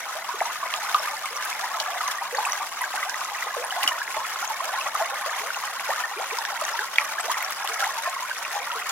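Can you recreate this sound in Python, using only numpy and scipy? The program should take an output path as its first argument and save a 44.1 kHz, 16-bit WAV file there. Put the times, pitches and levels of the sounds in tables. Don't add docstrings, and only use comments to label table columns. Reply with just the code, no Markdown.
import sys
import numpy as np
from scipy import signal
from scipy.fft import rfft, irfft, next_fast_len
from scipy.io import wavfile
from scipy.ndimage import uniform_filter1d

SR = 44100
rng = np.random.default_rng(int(sys.argv[2]) if len(sys.argv) > 2 else 0)


def dump_mix(stems):
    frames = np.atleast_2d(stems).T
    limited = np.clip(frames, -1, 1)
    pcm = np.round(limited * 32767).astype(np.int16)
    wavfile.write(sys.argv[1], SR, pcm)


N = 392931


# (time [s], starting pitch [Hz], level [dB], ring time [s],
# rise in one ring time [share of the pitch])
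LOUD_BUBBLES = [(0.151, 576, -33, 0.045, 0.49), (0.289, 1050, -17, 0.0053, -0.069),
                (0.301, 1110, -27, 0.024, -0.066), (0.34, 400, -31, 0.011, 0.19),
                (0.405, 2180, -13.5, 0.0024, -0.22), (0.411, 604, -15.5, 0.012, 0.85),
                (0.452, 913, -28, 0.04, 0.12), (0.628, 1030, -19, 0.011, 0.18),
                (0.657, 720, -29, 0.0073, -0.27), (0.736, 710, -36, 0.046, 1.16),
                (0.739, 3000, -9, 0.00087, -0.14), (0.74, 1100, -21, 0.004, 0),
                (0.945, 2900, -13, 0.00084, 0.08), (0.946, 1222, -6.5, 0.0093, -0.12),
                (0.96, 1180, -21, 0.0065, -0.2), (0.996, 640, -29, 0.015, -0.061),
                (1.052, 1540, -27, 0.012, 0.28), (1.073, 1252, -22, 0.014, -0.12),
                (1.244, 1320, -23, 0.008, -0.16), (1.257, 2180, -23.5, 0.0056, -0.033),
                (1.306, 438, -41, 0.06, 0.56), (1.425, 1570, -21.5, 0.005, -0.0051),
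                (1.455, 1536, -28, 0.016, 0.041), (1.528, 2410, -19, 0.0025, -0.04),
                (1.62, 743, -30.5, 0.047, 0.66), (1.739, 1260, -21.5, 0.013, 0.036),
                (1.801, 3200, -14, 0.0012, -0.024), (1.803, 778, -27.5, 0.023, 0.47),
                (1.861, 1230, -19, 0.0056, 0.028), (1.877, 705, -28, 0.035, 0.33),
                (1.912, 672, -32.5, 0.034, 0.13), (1.955, 700, -26.5, 0.021, 0.13),
                (2.007, 1310, -16.5, 0.0089, -0.07), (2.034, 1086, -26, 0.048, 0.088),
                (2.079, 1010, -21.5, 0.01, -0.0013), (2.183, 1857, -25.5, 0.014, 0.05),
                (2.21, 766, -27.5, 0.026, 0.15), (2.324, 466, -27.0, 0.038, 0.27),
                (2.347, 1860, -17, 0.0051, -0.1), (2.382, 815, -18, 0.027, 0.091),
                (2.384, 970, -12, 0.0033, 0.16), (2.425, 1010, -26.5, 0.04, -0.23),
                (2.451, 2560, -17.5, 0.0039, 0.036), (2.464, 1016, -21, 0.015, 0.48),
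                (2.532, 1980, -26, 0.006, 0.085), (2.603, 862, -28.5, 0.029, 0.32),
                (2.809, 992, -22, 0.02, 0.075), (2.817, 1960, -21.5, 0.011, -0.0099),
                (2.839, 1620, -18, 0.0058, -0.02), (2.939, 783, -26, 0.017, 0.18),
                (2.975, 1510, -22, 0.009, 0.02), (3.029, 1980, -16, 0.0042, 0.08),
                (3.03, 1180, -27, 0.017, -0.022), (3.143, 2350, -20, 0.002, -0.45),
                (3.211, 1177, -22, 0.012, -0.15), (3.348, 1980, -25, 0.013, -0.14),
                (3.424, 1870, -19.5, 0.0062, 0.15), (3.46, 460, -39, 0.028, 0.27),
                (3.468, 793, -26.5, 0.0099, 0.1), (3.538, 1050, -25, 0.017, 0.15),
                (3.566, 607, -18.5, 0.0073, -0.12), (3.575, 475, -31, 0.043, 0.1),
                (3.614, 544, -32.5, 0.043, 0.88), (3.706, 3060, -23.5, 0.0045, -0.052),
                (3.72, 780, -28.5, 0.02, -0.097), (3.723, 1620, -23, 0.0061, 0.06),
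                (3.762, 665, -26.5, 0.045, 0.85), (3.829, 2885, -19.5, 0.0074, -0.1),
                (3.833, 982, -25, 0.012, 0.17), (3.838, 1910, -24.0, 0.009, 0.08),
                (3.876, 3030, -10, 0.004, -0.068), (3.887, 2070, -15.0, 0.0014, 0.01),
                (3.889, 2880, -24, 0.01, 0.0091), (3.91, 1007, -23.5, 0.02, -0.05),
                (3.918, 1815, -22.5, 0.011, 0.01), (3.955, 617, -38, 0.025, 0.35),
                (3.98, 1160, -18.5, 0.004, 0.22), (4.016, 1705, -18, 0.0069, -0.048),
                (4.077, 2190, -20.5, 0.0052, -0.53), (4.163, 612, -27, 0.016, 0.1),
                (4.166, 876, -25, 0.055, 0.25), (4.169, 402, -32, 0.0051, 0.03),
                (4.358, 1450, -17, 0.0044, -0.33), (4.423, 748, -28, 0.017, 0.13),
                (4.426, 1400, -19.5, 0.0074, -0.0068), (4.502, 887, -18, 0.013, -0.012),
                (4.597, 1030, -27, 0.018, -0.039), (4.656, 617, -30, 0.028, 0.086),
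                (4.726, 738, -27.5, 0.031, 0.39), (4.757, 1380, -27.5, 0.024, 0.13),
                (4.811, 2670, -21.5, 0.0041, -0.027), (4.861, 570, -33, 0.03, 0.18),
                (4.951, 1310, -15, 0.0076, -0.17), (4.998, 795, -20, 0.023, 0.24),
                (5.012, 647, -20, 0.023, 0.069), (5.112, 515, -38, 0.051, 0.37),
                (5.243, 1120, -23.5, 0.018, -0.17), (5.259, 561, -31, 0.037, 0.33),
                (5.277, 1800, -38, 0.0077, 0.023), (5.322, 1224, -29, 0.02, 0.77),
                (5.395, 2400, -19, 0.002, -0.16), (5.406, 408, -40.5, 0.074, 0.41),
                (5.435, 641, -34, 0.034, 0.14), (5.504, 1450, -15, 0.0046, 0.028),
                (5.545, 2530, -22, 0.0029, 0.15), (5.565, 936, -24.5, 0.0096, -0.29),
                (5.636, 1043, -22, 0.0094, -0.01), (5.796, 2400, -16, 0.0018, -0.24),
                (5.886, 840, -26, 0.014, 0.24), (5.89, 542, -22.5, 0.031, 1.22),
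                (5.904, 1860, -17, 0.0039, -0.055), (5.924, 1114, -23, 0.02, 0.28),
                (5.974, 1210, -28.5, 0.035, 0.2), (6.037, 1810, -22, 0.013, -0),
                (6.112, 770, -31, 0.031, 0.3), (6.162, 368, -35.5, 0.045, 0.59),
                (6.196, 624, -25, 0.022, 0.84), (6.309, 2490, -22, 0.0047, -0.22),
                (6.312, 1080, -26, 0.021, -0.099), (6.32, 416, -33, 0.026, 0.28),
                (6.384, 960, -22.5, 0.02, -0.069), (6.451, 1730, -15.5, 0.0032, -0.08),
                (6.483, 1080, -24.5, 0.012, 0), (6.613, 1250, -18, 0.0075, -0.069),
                (6.618, 657, -21, 0.0099, -0.093), (6.66, 1195, -29, 0.015, -0.043),
                (6.738, 924, -25, 0.029, 0.017), (6.787, 377, -41, 0.049, 0.46),
                (6.791, 1720, -12.0, 0.0034, -0.1), (6.83, 1350, -26, 0.013, 0.042),
                (6.958, 3440, -21.5, 0.0021, -0.03), (6.984, 2230, 4, 0.0014, 0.01),
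                (6.987, 2020, -19, 0.0056, -0.03), (7.002, 2710, -40, 0.0041, 0),
                (7.182, 1607, -18, 0.0089, 0.099), (7.24, 426, -37.5, 0.056, 1.03),
                (7.281, 700, -21.5, 0.01, -0.072), (7.296, 930, -17, 0.012, 0.25),
                (7.31, 1190, -22.5, 0.02, -0.095), (7.343, 1900, -17, 0.0031, 0.078),
                (7.357, 1500, -16, 0.0013, -0.05), (7.369, 925, -23, 0.0087, 0.52),
                (7.426, 2420, -18, 0.0029, -0.2), (7.645, 840, -19.5, 0.0069, -0),
                (7.675, 3520, -16.5, 0.00091, -0.13), (7.694, 443, -38.5, 0.036, 0.03),
                (7.805, 1700, -19, 0.0075, -0.26), (7.815, 797, -25.5, 0.024, -0.0094),
                (7.823, 1327, -19.5, 0.017, 0.25), (7.841, 2120, -18.5, 0.0064, -0.18),
                (7.865, 810, -21.5, 0.011, 0.17), (7.978, 902, -25, 0.027, 0.016),
                (8.055, 1780, -29, 0.024, 0.02), (8.056, 1058, -24, 0.04, -0.0029),
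                (8.073, 663, -22.5, 0.018, 0.11), (8.163, 1020, -22, 0.013, 0.19),
                (8.222, 997, -24, 0.022, 0.026), (8.312, 1586, -17, 0.007, -0.04),
                (8.45, 2630, -20.5, 0.0032, -0.2), (8.535, 772, -28.5, 0.042, 0.35),
                (8.555, 830, -22, 0.023, -0.024), (8.56, 570, -29.5, 0.019, 0.68),
                (8.597, 498, -42, 0.035, 0.08), (8.701, 1400, -23, 0.015, -0.14),
                (8.717, 3330, -21.0, 0.0021, -0.42), (8.722, 910, -30.5, 0.066, 0.82),
                (8.753, 466, -35, 0.032, -0.065)]

def plops(level_db=-0.57, lowest_hz=320):
    out = plinks()
    places = rng.uniform(-0.76, 1, len(LOUD_BUBBLES))
    jolts = rng.standard_normal((len(LOUD_BUBBLES), 64, 2))
    for (s, hz, db, ring, rise), place, jolt in zip(LOUD_BUBBLES, places, jolts):
        turn = np.copysign(.25, place) + place / 20
        tone = quivering(bubble(hz, max(ring, .001), rise), jolt)
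        add(out, s, gain_of(db + level_db) * placed(tone, turn))
    return without_bass(out, lowest_hz, order=3)


def bubble(hz, ring, rise, swell_cycles=0.99, glide_power=1.58, burst=2.2):
    t = np.arange(int(2.5 * ring * SR) + 2) / SR
    climb = rise * (t / ring) ** glide_power
    swell = 1 - np.exp(-t * hz / swell_cycles)
    fade = np.exp(-(t / ring) ** (2 + burst * max(rise, 0)))
    boost = np.maximum(1 + climb, 1) ** 0.43
    cycles = hz * t * (1 + climb / (1 + glide_power))
    return swell * fade * boost * np.exp(2j * np.pi * cycles)


def quivering(tone, jolts, depth=.2, jolts_per_s=300, build_s=.008):
    t = np.arange(len(tone)) / SR
    shake = np.interp(t * jolts_per_s, np.arange(len(jolts)), jolts[:, 0] + 2j * jolts[:, 1])
    return tone * np.exp(depth * np.tanh(t / build_s) * shake)


def plinks(per_s=12, centre_hz=1350, octaves=1.2, level_db=-28, edge_db=-2, spread_db=0.5, cycles=14):
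    out = np.zeros((2, N))
    draws = rng.uniform(-1, 1, (400, 7))[:int(per_s * N / SR)]
    for k, (when, roll_a, roll_b, life, size, climb, turn) in enumerate(draws):
        pitch = (roll_a + roll_b) / 2
        hz = centre_hz * 2 ** (octaves * pitch)
        stretch = 2 ** life
        ring = cycles * stretch / hz
        strength = gain_of(level_db + edge_db * pitch ** 2 + spread_db * size) / np.sqrt(stretch)
        tone = bubble(hz, ring, pitch_rise(hz, ring) + 0.175 * climb)
        add(out, (k + 1 + when) / per_s, strength * placed(tone, turn))
    return out


def pitch_rise(hz, ring, pivot_hz=997, per_octave=0.224, climb_per_s=4.6, most_sag=0.1):
    return max(per_octave * np.log2(pivot_hz / hz) + climb_per_s * ring, -most_sag)


# (frequency [Hz], level [dB])
BABBLE_COLOUR = [(40, -48), (150, -39), (380, -26), (500, -16), (650, -3.5), (850, -2), (1120, 2),
                 (1500, -4), (2000, -2), (2800, -15), (4000, -18)]

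def babble(surge, stir, level_db=-0.71, surge_db=1.0, lump_db=1.5, gurgle_db=-12, slosh_share=0.58):
    push = gain_of(surge_db * surge)
    cloud = swarm(457.2, 3965, per_s=470, cycles=10.5, rise=0.16, spread_db=2.5, surge=push)
    gurgle = swarm(520.2, 1300, per_s=36, cycles=28.7, rise=0.358, spread_db=1.3, surge=push)
    bubbles = evened(coloured(cloud + gain_of(gurgle_db) * gurgle, BABBLE_COLOUR))
    return gain_of(level_db + flow() + lump_db * stir + slosh_share * sloshes()) * bubbles


def swarm(low_hz, high_hz, per_s, cycles, rise, spread_db, surge):
    out = np.zeros((2, N))
    for when, pitch, life, climb, size, turn in rng.random((9000, 6))[:int(per_s * N / SR)]:
        hz = low_hz * (high_hz / low_hz) ** pitch
        ring = cycles * 3 ** (life - .5) / hz
        extra_db = spread_db * min(-np.log(1 - size), 2.8)
        strength = np.sqrt(hz / ring) * gain_of(extra_db) * surge[int(when * N)]
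        tone = bubble(hz, ring, rise * (1.494 * climb - .4))
        add(out, when * N / SR, strength * placed(tone, turn))
    return evened(out)


# (time [s], level [dB])
STREAM_STRENGTH = [(0.0, -37), (0.94, -33.5), (1.31, -35.5), (2.01, -33), (2.58, -35), (4.09, -34),
                   (4.36, -34.5), (5.2, -32), (5.67, -35.5), (6.07, -34), (7.04, -32), (7.21, -35),
                   (7.58, -31.5), (7.91, -33.5), (8.28, -35.5), (8.9, -34.5)]
# (middle [s], rough half length [s], level change [dB])
SMOOTH_MOMENTS = [(0.56, 0.041, -2), (1.21, 0.025, -4.5), (2.19, 0.068, -3.5), (2.29, 0.021, -4),
                  (2.68, 0.06, -5), (3.08, 0.012, -6), (3.69, 0.042, -5.5), (4.04, 0.044, -6.5),
                  (5.53, 0.064, -3.0), (5.72, 0.042, 0.5), (6.16, 0.06, -3.5), (6.9, 0.073, -7),
                  (7.58, 0.062, -4.5)]

def flow():
    return np.interp(np.arange(N) / SR, *np.transpose(STREAM_STRENGTH)) + swells(SMOOTH_MOMENTS)


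# (middle [s], rough half length [s], extra spray [dB])
SLOSH_MOMENTS = [(1.81, 0.017, 5.5), (2.105, 0.068, 0), (2.436, 0.098, 2), (3.838, 0.013, 8),
                 (3.887, 0.014, 7.5), (5.276, 0.057, 3), (5.943, 0.095, 2), (7.32, 0.014, 5.5),
                 (7.826, 0.037, 6)]

def sloshes():
    return swells(SLOSH_MOMENTS)


def lumps(attack_s=0.0016, release_s=0.019, strong_db=-13):
    t = np.arange(0, N, 64) / SR
    s, _, db, _, _ = np.transpose(LOUD_BUBBLES)[:, :, None]
    age = np.maximum(t - s, 0)
    stir = gain_of(db - strong_db) * (1 - np.exp(-age / attack_s)) * np.exp(-age / release_s)
    return np.interp(np.arange(N) / SR, t, np.tanh(stir.sum(0)))


# (frequency [Hz], level [dB])
SPRAY_COLOUR = [(1500, 16.5), (3000, 4), (4200, -0.5), (5700, 2), (6700, 1.5), (8000, -4), (11000, -2.5),
                (13500, -3.5), (16000, -11)]

def spray(surge, stir, level_db=-38, fizz_db=-8, patter_db=-4.5, mist_db=-6, lump_db=3, flow_share=0.42):
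    clumps = gain_of(0.93 * surge + 1.93 * wander(per_s=160))
    fizz = swarm(2668, 11520, per_s=720, cycles=11, rise=0.068, spread_db=4, surge=clumps)
    ticks = patter(clumps)
    mist = evened(clumps * rng.standard_normal((2, N)))
    splash = without_bass(gain_of(patter_db) * ticks + gain_of(mist_db) * mist, hz=1400)
    level = level_db + flow_share * (flow() - flow().mean()) + lump_db * stir + sloshes()
    return gain_of(level) * coloured(gain_of(fizz_db) * fizz + splash, SPRAY_COLOUR)


def patter(clumps, ticks_per_s=1100, shower_db=4, spread_db=4, tick_s=0.00041):
    rate = ticks_per_s * gain_of(shower_db * wander(per_s=60))
    lands = rng.random(N) < rate / SR
    hits = lands * gain_of(spread_db * np.minimum(rng.exponential(1, N), 3.4)) * clumps
    power = signal.lfilter([1], [1, -np.exp(-2 / (tick_s * SR))], hits ** 2)
    return evened(np.sqrt(power) * rng.standard_normal((2, N)))


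# (time [s], pitch [Hz], pitch spread [octaves], level [dB], left minus right [dB])
BIG_DROPS = [(0.739, 4500, .6, -21, 0), (0.945, 3300, 0.55, -20.5, 12), (1.451, 11000, .45, -17.5, -3),
             (1.8, 4760, 0.28, -14.5, 12), (2.078, 10000, 0.55, -27, 0), (2.08, 3500, 0.62, -18, 3),
             (2.455, 8100, 0.17, -18, -3), (2.816, 11000, .3, -18.5, -4), (3.096, 5500, 0.36, -23.5, -23.5),
             (3.246, 5500, .5, -17.5, 0), (3.831, 3100, .4, -13, 1), (3.833, 9000, .6, -16, 5),
             (3.877, 8000, .5, -16.5, 6), (4.947, 9900, 0.39, -22, 2), (6.386, 5400, 0.44, -18, 1),
             (6.451, 3300, 0.78, -17, -3), (6.612, 7000, 0.63, -23, -3), (6.984, 4800, 0.57, -21, 0),
             (7.317, 14100, .2, -27, 2), (7.326, 8000, .6, -29, 1), (7.426, 13500, .3, -20, 2),
             (7.507, 13800, .25, -21.5, 2), (7.804, 3500, 0.64, -18, -3), (7.817, 4500, 0.68, -23, -2),
             (8.098, 8000, 0.48, -23, -2), (8.894, 6850, .2, -17.5, 0)]

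def drops(level_db=-2, attack_s=0.00014, decay_s=0.0011, hiss_db=-24, scatter_db=-13, scatter_s=0.0056):
    out, size = np.zeros((2, N)), 1024
    t, hz = np.arange(size) / SR, np.fft.rfftfreq(size, 1 / SR)
    for s, centre, octaves, db, pan in BIG_DROPS:
        noise = rng.standard_normal((3, size))
        colour = np.exp(-.5 * (np.log2((hz + 1) / centre) / octaves) ** 2) + gain_of(hiss_db)
        crackle = evened(uniform_filter1d(noise[2], size=30) ** 2)
        scatter = gain_of(scatter_db) * crackle * np.exp(-t / scatter_s)
        shape = (1 - np.exp(-t / attack_s)) * (np.exp(-t / decay_s) + scatter)
        slap = evened(irfft(rfft(noise[:2]) * colour)) * shape
        add(out, s, gain_of(db + level_db) * slap * gain_of([[pan / 2], [-pan / 2]]))
    return without_bass(out, hz=1500)


# (time [s], pitch [Hz], level [dB], left minus right [dB])
TINY_BUBBLES = [(0.457, 5860, -17, 1), (0.995, 5300, -19, 8), (1.366, 5700, -16, -5),
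                (2.077, 6000, -12.5, 2), (2.372, 4400, -13.5, -1), (2.521, 5830, -9, -4),
                (3.647, 9050, -21, 11), (3.877, 5360, -12.5, 8), (4.476, 6300, -20.5, 14),
                (6.386, 5400, -14.5, 3), (6.459, 5540, -21, -6), (6.651, 5940, -16, 7),
                (6.735, 5350, -16.5, -1), (7.208, 8100, -18, 12), (7.305, 6740, -18, 0),
                (7.325, 5600, -20, 1), (7.446, 5520, -14.5, 5), (7.804, 6000, -22, -5)]

def pings(ring_s=0.0021, rise=0.03, lag_s=0.000055):
    out = np.zeros((2, N))
    for s, hz, db, pan in TINY_BUBBLES:
        turn = hz * lag_s * np.copysign(1, -pan)
        tone = placed(bubble(hz, ring_s, rise, swell_cycles=5), turn)
        add(out, s, gain_of(db) * tone * gain_of([[pan / 2], [-pan / 2]]))
    return out


# (time [s], pitch [Hz], level [dB], ring time [s])
PLOP_AND_THUMP = [(3.851, 310, -32, .0065), (4.166, 85, -52, .03)]

def plop_and_thump():
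    out = np.zeros((2, N))
    for s, hz, db, ring in PLOP_AND_THUMP:
        add(out, s, gain_of(db) * placed(bubble(hz, ring, rise=0), turn=.25))
    return out


# (frequency [Hz], time to fade by 60 dB [s])
ROCK_FADE = [(200, 0.56), (1000, 0.33), (4000, 0.019), (14000, 0.2)]

def echo_paths(tub_db=-12, tub_s=0.0096, rocks_db=-18, echoes_per_s=3000):
    size = SR // 3
    t = np.arange(size) / SR
    tub, rocks = rng.choice([-1., 1.], (2, 2, size)) * (rng.random((2, 2, size)) < echoes_per_s / SR)
    tub = tub * (t > .002) * np.exp(-t / tub_s)
    hz, age, bands = signal.stft(rocks * (t > .014), SR, nperseg=256)
    fade = gain_of(-60 * age / look_up(ROCK_FADE, hz)[:, None])
    rocks = signal.istft(bands * fade, SR, nperseg=256)[1][:, :size]
    return (gain_of(tub_db) * evened(tub) + gain_of(rocks_db) * evened(rocks)) / np.sqrt(size)


def moving_echoes(sound, pieces=16):
    out, hop = np.zeros((2, N)), N // pieces
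    padded = np.pad(sound, [(0, 0), (hop, 2 * hop)])
    window = signal.windows.cosine(2 * hop)
    for k in range(pieces + 1):
        piece = padded[:, k * hop:(k + 2) * hop] * window
        echo = signal.fftconvolve(piece, echo_paths(), axes=1)
        add(out, max(k - 1, 0) * hop / SR, echo if k else echo[:, hop:])
    return out


# (frequency [Hz], level [dB])
AIR_COLOUR = [(20, -49), (60, -31), (120, 2), (200, 10.5), (320, 9.5), (500, 14.5), (1000, -15),
              (4000, 0.5)]

def still_air(level_db=-56):
    return gain_of(level_db) * evened(coloured(rng.standard_normal((2, N)), AIR_COLOUR))


def gain_of(db):
    return 10 ** (np.asarray(db) / 20)


def evened(x):
    return x / np.sqrt(np.mean(x ** 2) + 1e-20)


def look_up(table, hz):
    row_hz, value = np.transpose(table)
    return np.interp(np.log(hz + 1), np.log(row_hz + 1), value)


def coloured(x, table):
    size = next_fast_len(N, True)
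    gain = gain_of(look_up(table, np.fft.rfftfreq(size, 1 / SR)))
    return irfft(rfft(x, size) * gain, size)[..., :N]


def without_bass(x, hz, order=2):
    return signal.sosfilt(signal.butter(order, hz, "high", fs=SR, output="sos"), x)


def add(mix, s, sound):
    part = mix[:, max(round(s * SR), 0):][:, :sound.shape[1]]
    part += sound[:, :part.shape[1]]


def placed(tone, turn):
    return np.array([tone.real, (tone * np.exp(2j * np.pi * turn)).real])


def wander(per_s):
    steps = np.arange(N) / SR * per_s
    return evened(np.interp(steps, np.arange(8192), rng.standard_normal(8192)))


def swells(table):
    t = np.arange(N) / SR
    return sum(db * np.maximum(1 - ((t - s) / length) ** 2 / 2, 0) ** 2 for s, length, db in table)


# (frequency [Hz], side level [dB])
STEREO_WIDTH = [(60, -7.5), (500, -11.5), (1150, -10.5), (1900, -7.5), (2800, -0.5), (4200, 4), (6300, 2.5),
                (8000, 0.5), (15000, .5)]

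def scene():
    surge, stir = wander(per_s=45), lumps()
    water = plops() + plop_and_thump() + babble(surge, stir) + spray(surge, stir)
    mid, side = water + still_air() + moving_echoes(water)
    side = coloured(side, STEREO_WIDTH)
    slaps = drops() + pings()
    slaps = slaps + signal.oaconvolve(slaps, echo_paths(), axes=1)[:, :N]
    return np.array([mid + side, mid - side]) + slaps


def record(dry, bright_db=0.75, ceiling=.88, highest_hz=15950):
    left = coloured(dry[0], [(2500, 0.018), (12000, bright_db)])
    right = coloured(dry[1], [(2500, 0.015), (12000, -bright_db)])
    both = np.array([left, right])
    overload = both / (1 + (both / ceiling) ** 8) ** (1 / 8) - both
    bass_cut = signal.butter(2, 700, "high", fs=SR, output="sos")
    both = both + signal.sosfiltfilt(bass_cut, overload)
    top_cut = signal.firwin(511, highest_hz, window=("kaiser", 9), fs=SR)
    return signal.oaconvolve(both, top_cut[None], "same", axes=1)


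dry = scene()
out = record(dry)
dump_mix(out)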